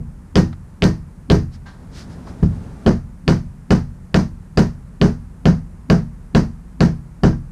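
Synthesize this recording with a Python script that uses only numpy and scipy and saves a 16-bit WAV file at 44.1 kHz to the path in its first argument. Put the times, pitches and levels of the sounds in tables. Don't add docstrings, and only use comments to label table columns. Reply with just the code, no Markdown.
import sys
import numpy as np
from scipy import signal
from scipy.fft import rfft, irfft
from scipy.io import wavfile
from scipy.ndimage import uniform_filter1d, minimum_filter1d

SR = 44100
rng = np.random.default_rng(int(sys.argv[2]) if len(sys.argv) > 2 else 0)


def transcribe(u):
    v = np.clip(np.atleast_2d(u).T, -1, 1)
    q = np.round(v * 32767).astype(np.int16)
    wavfile.write(sys.argv[1], SR, q)


N = 331584
TIME = np.arange(N) / SR
AGE = np.arange(int(1.2 * SR)) / SR


def mallet(settle_s=0.018):
    # start in seconds, thump force in dB, contact hardness in dB.
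    blows = [(0.3562, 0, 2.5), (0.8218, 0.5, 6), (1.3004, 2, 3), (2.4272, -4, -44), (2.8629, 0.5, -7),
             (3.2788, 0, 0.5), (3.7062, 0.5, -2.5), (4.1436, 0.5, 1), (4.574, 1, -0.5), (5.0143, 1.5, -2.5),
             (5.4555, 1, -7.5), (5.9, 0.5, -4.5), (6.349, 1.5, -2.5), (6.806, 1.5, -2.5),
             (7.2347, 3.5, -9.5)]
    # frequency in Hz, density in dB.
    clack_colour = [(200, -31.5), (450, 16), (750, 7.5), (1100, 4.5), (1600, 3.5), (2200, -10.5),
                    (3000, -17), (5000, -17.5), (7500, -23.5), (12000, -59)]
    wall_colour = [(60, -23), (200, 12), (450, -1), (850, -2.5), (1700, -7), (2400, -14.5), (3500, -20),
                   (4800, -11.5), (6200, -14.5), (7600, -26), (9300, -26.5), (11000, -42.5), (15000, -39.5)]
    chink_colour = [(1500, -10), (4500, 6), (8500, -12.5), (11000, -26), (15000, -25.5)]
    wood_pattern = noise(clack_colour, len(AGE))
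    wall_pattern = noise(wall_colour, len(AGE))
    out = np.zeros(N)
    for start_s, force_db, hardness_db in blows:
        depth_db, knock_db, clack_db = contact(start_s, hardness_db)
        clack = dense_ring(wood_pattern, clack_colour, t60_s=0.07, rise_s=0.0031, fresh_share=0.13)
        wash = dense_ring(wall_pattern, wall_colour, t60_s=0.25, rise_s=0.0038, fresh_share=0.76)
        body = soften(thump(depth_db, knock_db), edge_hz=2200 * undb(0.95 * clack_db))
        add(out, start_s, undb(force_db) * body)
        add(out, start_s, undb(clack_db - 4.5) * clack)
        add(out, start_s, undb(hardness_db - 2.5) * crack())
        add(out, start_s, undb(-15) * walls(wash, clack_db, hardness_db))
        add(out, start_s, undb(1.5 + 0.66 * hardness_db) * steel())
        add(out, start_s, undb(clack_db - 23.5) * overload_click())
        chink = burst(chink_colour, t60_s=0.011)
        add(out, start_s + settle_s, undb(2 * hardness_db - 19) * chink)
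    add(out, 0, undb(0.5) * thump(0, 0)[int(0.11 * SR):])
    return out


def contact(start_s, hardness_db, firm_db=-4.5, off_centre_s=2.86):
    depth_fall_db_per_s, knock_fall_db_per_s = 1.13, 0.88
    softness_db = max(firm_db - hardness_db, 0)
    off_centre_db = 3.5 if abs(start_s - off_centre_s) < 0.2 else 0
    depth_db = 5.5 - depth_fall_db_per_s * start_s + 0.18 * softness_db
    knock_db = 4.5 - knock_fall_db_per_s * start_s - 0.12 * softness_db + off_centre_db
    clack_db = 1.8 - 0.51 * softness_db
    return depth_db, knock_db, clack_db


def thump(depth_db, knock_db, depth_hz=95, knock_hz=380, width_octaves=0.42):
    # frequency in Hz, level in dB, t60 in seconds.
    body_modes = [(35.14, -38, 1.32), (51.47, -36.5, 1.4), (60.6, -40, 0.58), (79.25, -31.5, 0.64),
                  (90.37, -32, 0.61), (113.9, -30, 0.38), (132.83, -30, 0.62), (159.8, -17, 0.37),
                  (183.15, -22, 0.22), (227.1, -25, 0.33), (234.2, -27, 0.419), (254.3, -38.5, 0.32),
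                  (303.2, -16.5, 0.16), (325.4, -16, 0.27), (363.2, -21.5, 0.17), (396.5, -18.5, 0.15),
                  (419.6, -13, 0.16), (460.5, -24.5, 0.18), (490.2, -26.5, 0.21), (548, -39, 0.21),
                  (617.5, -25, 0.2), (676.6, -29, 0.18), (740, -39.5, 0.17)]
    # delay in seconds, gain in dB.
    paths = [(0, -1), (0.0052, 2.5), (0.0156, -3), (0.032, -9.5), (0.047, -10.5)]
    hz, db, t60_s = np.transpose(body_modes)
    for boost_db, centre_hz in (depth_db, depth_hz), (knock_db, knock_hz):
        db = db + boost_db * np.exp(-(np.log2(hz / centre_hz) / width_octaves) ** 2)
    tones = ring(np.transpose([hz, db, t60_s]), detune=0.008, scatter_db=1.2)
    return -echoed(tones, paths)


def crack():
    # frequency in Hz, density in dB.
    colour = [(300, 1.5), (900, -12.5), (2000, 3), (3000, 7.5), (3800, -1.5), (4800, 5), (6000, -24),
              (8500, -16), (11000, -44.5), (15000, -37.5)]
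    # delay in seconds, gain in dB.
    paths = [(0, 1.5), (.0032, -10.5), (.0062, -14), (0.0124, -8.5)]
    return echoed(burst(colour, t60_s=0.0081), paths)


def steel(sustain=1):
    # frequency in Hz, level in dB, t60 in seconds at sustain 1.
    head_modes = [(981, -27.5, 0.2), (1204, -39, .15), (1580, -21.5, .14), (1843, -32, 0.23),
                  (2955, -27, 0.11), (4470, -33, .04), (9050, -64.5, 0.17), (12850, -56, 0.32)]
    return ring(np.array(head_modes) * [1, 1, sustain], detune=0.003, scatter_db=1.5)


def walls(wash, clack_db, hardness_db, split_hz=2300):
    dull = signal.sosfiltfilt(signal.butter(2, split_hz, fs=SR, output="sos"), wash)
    return undb(clack_db) * dull + undb(0.47 * hardness_db) * (wash - dull)


def overload_click():
    # frequency in Hz, density in dB.
    colour = [(2000, -9), (7000, 1.5), (15000, -3)]
    return burst(colour, t60_s=0.003)


def hands(flutter_per_s=25):
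    # start in seconds, level in dB, t60 in seconds, upper edge in Hz.
    scuffs = [(0.527, -36, 0.047, 4200), (1.656, -39.5, 0.35, 6500), (2.098, -48, .15, 1500),
              (2.267, -31.5, 0.12, 1020), (5.579, -47, .04, 2010), (7.328, -37, 0.071, 1201)]
    # start in seconds, level in dB, ring time factor, upper edge in Hz.
    touches = [(1.658, -20, 2.5, 1300), (7.328, 2, .6, 520)]
    # frequency in Hz, density in dB.
    scuff_colour = [(200, -11), (900, 3.5), (1700, 1.5), (2700, -11), (4500, -6.5), (7000, -15),
                    (14000, -27)]
    flutter_db = 1.5 * np.interp(TIME * flutter_per_s, np.arange(1000), rng.standard_normal(1000))
    out = apron() * undb(flutter_db)
    for start_s, db, t60_s, edge_hz in scuffs:
        scuff = burst(scuff_colour, t60_s, rise_s=0.026 * t60_s)
        add(out, start_s, undb(db) * soften(scuff, edge_hz))
    for start_s, db, sustain, edge_hz in touches:
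        add(out, start_s, undb(db) * soften(steel(sustain), edge_hz))
    return out + palm() * undb(flutter_db)


def apron(start_s=1.59, attack_s=0.51, hold_s=0.8, release_s=0.15, level_db=-41.5):
    # frequency in Hz, density in dB.
    colour = [(100, 6.5), (320, 5.5), (700, -3), (1500, -10.5), (3000, -23.5), (6000, -24.5),
              (10000, -29.5), (15000, -48)]
    corners_s = np.cumsum([start_s, attack_s, hold_s, release_s])
    return noise(colour, N) * np.interp(TIME, corners_s, [0, 1, 1, 0]) * undb(level_db)


def palm():
    # middle in seconds, level in dB, half length in seconds.
    slides = [(1.547, -53.5, 0.023), (1.99, -43, 0.049), (2.125, -53.5, 0.031), (2.285, -53.5, 0.026)]
    # frequency in Hz, density in dB.
    colour = [(400, -14), (1500, 0.5), (2800, -5.5), (5000, 1.5), (7000, -8), (10000, -16), (15000, -32)]
    envelope = sum(undb(db) * np.exp(-((TIME - mid_s) / half_s) ** 2) for mid_s, db, half_s in slides)
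    return noise(colour, N) * envelope


def workshop(level_db=-46):
    # frequency in Hz, density in dB.
    colour = [(25, -3), (54, -1.5), (90, -3), (120, -10), (175, -2.5), (250, -15), (290, -13), (700, -23),
              (900, -20.5), (1760, -27.5), (3300, -41), (6000, -39.5), (9700, -37.5), (15000, -53.5)]
    return noise(colour, N) * undb(level_db)


def ring(modes, detune, scatter_db):
    draws = rng.standard_normal((len(modes), 2))
    tones = np.zeros(len(AGE))
    for (hz, db, t60_s), (pitch_draw, level_draw) in zip(modes, draws):
        tone = np.sin(2 * np.pi * hz * (1 + detune * pitch_draw) * AGE)
        tones += undb(db + scatter_db * level_draw) * fade(t60_s) * tone
    return tones * np.minimum(AGE / 0.0005, 1)


def dense_ring(pattern, colour, t60_s, rise_s, fresh_share):
    modes = np.sqrt(1 - fresh_share) * pattern + np.sqrt(fresh_share) * noise(colour, len(AGE))
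    return modes * fade(t60_s) * (1 - np.exp(-AGE / rise_s))


def burst(colour, t60_s, rise_s=0.00015):
    swell = 1 - np.exp(-(AGE / rise_s) ** 2)
    return noise(colour, len(AGE), fade(t60_s)) * swell * (AGE < 1)


def soften(sound, edge_hz):
    return signal.sosfilt(signal.butter(2, min(edge_hz, SR / 3), fs=SR, output="sos"), sound)


def echoed(sound, paths):
    out = np.zeros(len(sound))
    for delay_s, db in paths:
        add(out, delay_s, undb(db) * sound)
    return out


def noise(colour, size, envelope=1):
    points_hz, points_db = np.transpose(colour)
    hz = np.maximum(np.fft.rfftfreq(size, 1 / SR), 1)
    gain = undb(np.interp(np.log(hz), np.log(points_hz), points_db))
    white = rng.standard_normal(size) * envelope
    return irfft(rfft(white) * gain / np.sqrt(np.mean(gain ** 2)), size)


def fade(t60_s):
    return np.exp(-np.log(1000) * AGE / t60_s)


def undb(db):
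    return 10 ** (np.asarray(db) / 20)


def add(track, start_s, sound):
    start = int(start_s * SR)
    part = sound[:max(len(track) - start, 0)]
    track[start:start + len(part)] += part


def bass_lift(sound, lift_db=9, edge_hz=268, width_hz=35):
    hz = np.fft.rfftfreq(2 * N, 1 / SR)
    shelf = np.clip((edge_hz - hz) / width_hz + 0.5, 0, 1)
    return irfft(rfft(sound, 2 * N) * undb(lift_db * shelf))[:, :N]


def limiter(sound, ceiling=0.88, release_s=0.016, window_samples=199):
    peak = -minimum_filter1d(-np.abs(sound[0]), size=window_samples)
    log_decay = TIME / release_s
    held = np.exp(np.maximum.accumulate(np.log(peak + 1e-9) + log_decay) - log_decay)
    return sound * uniform_filter1d(np.minimum(1, ceiling / held), size=window_samples)


def scene():
    return (mallet() + hands() + workshop())[None]


def record(dry):
    bottom_hz, top_hz = 32, 15200
    high_pass = signal.butter(4, bottom_hz, "high", fs=SR, output="sos")
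    low_pass = signal.ellip(8, 0.2, 80, top_hz, fs=SR, output="sos")
    boomy = bass_lift(signal.sosfilt(high_pass, dry))
    return signal.sosfilt(low_pass, limiter(boomy))


dry = scene()
out = record(dry)
transcribe(out)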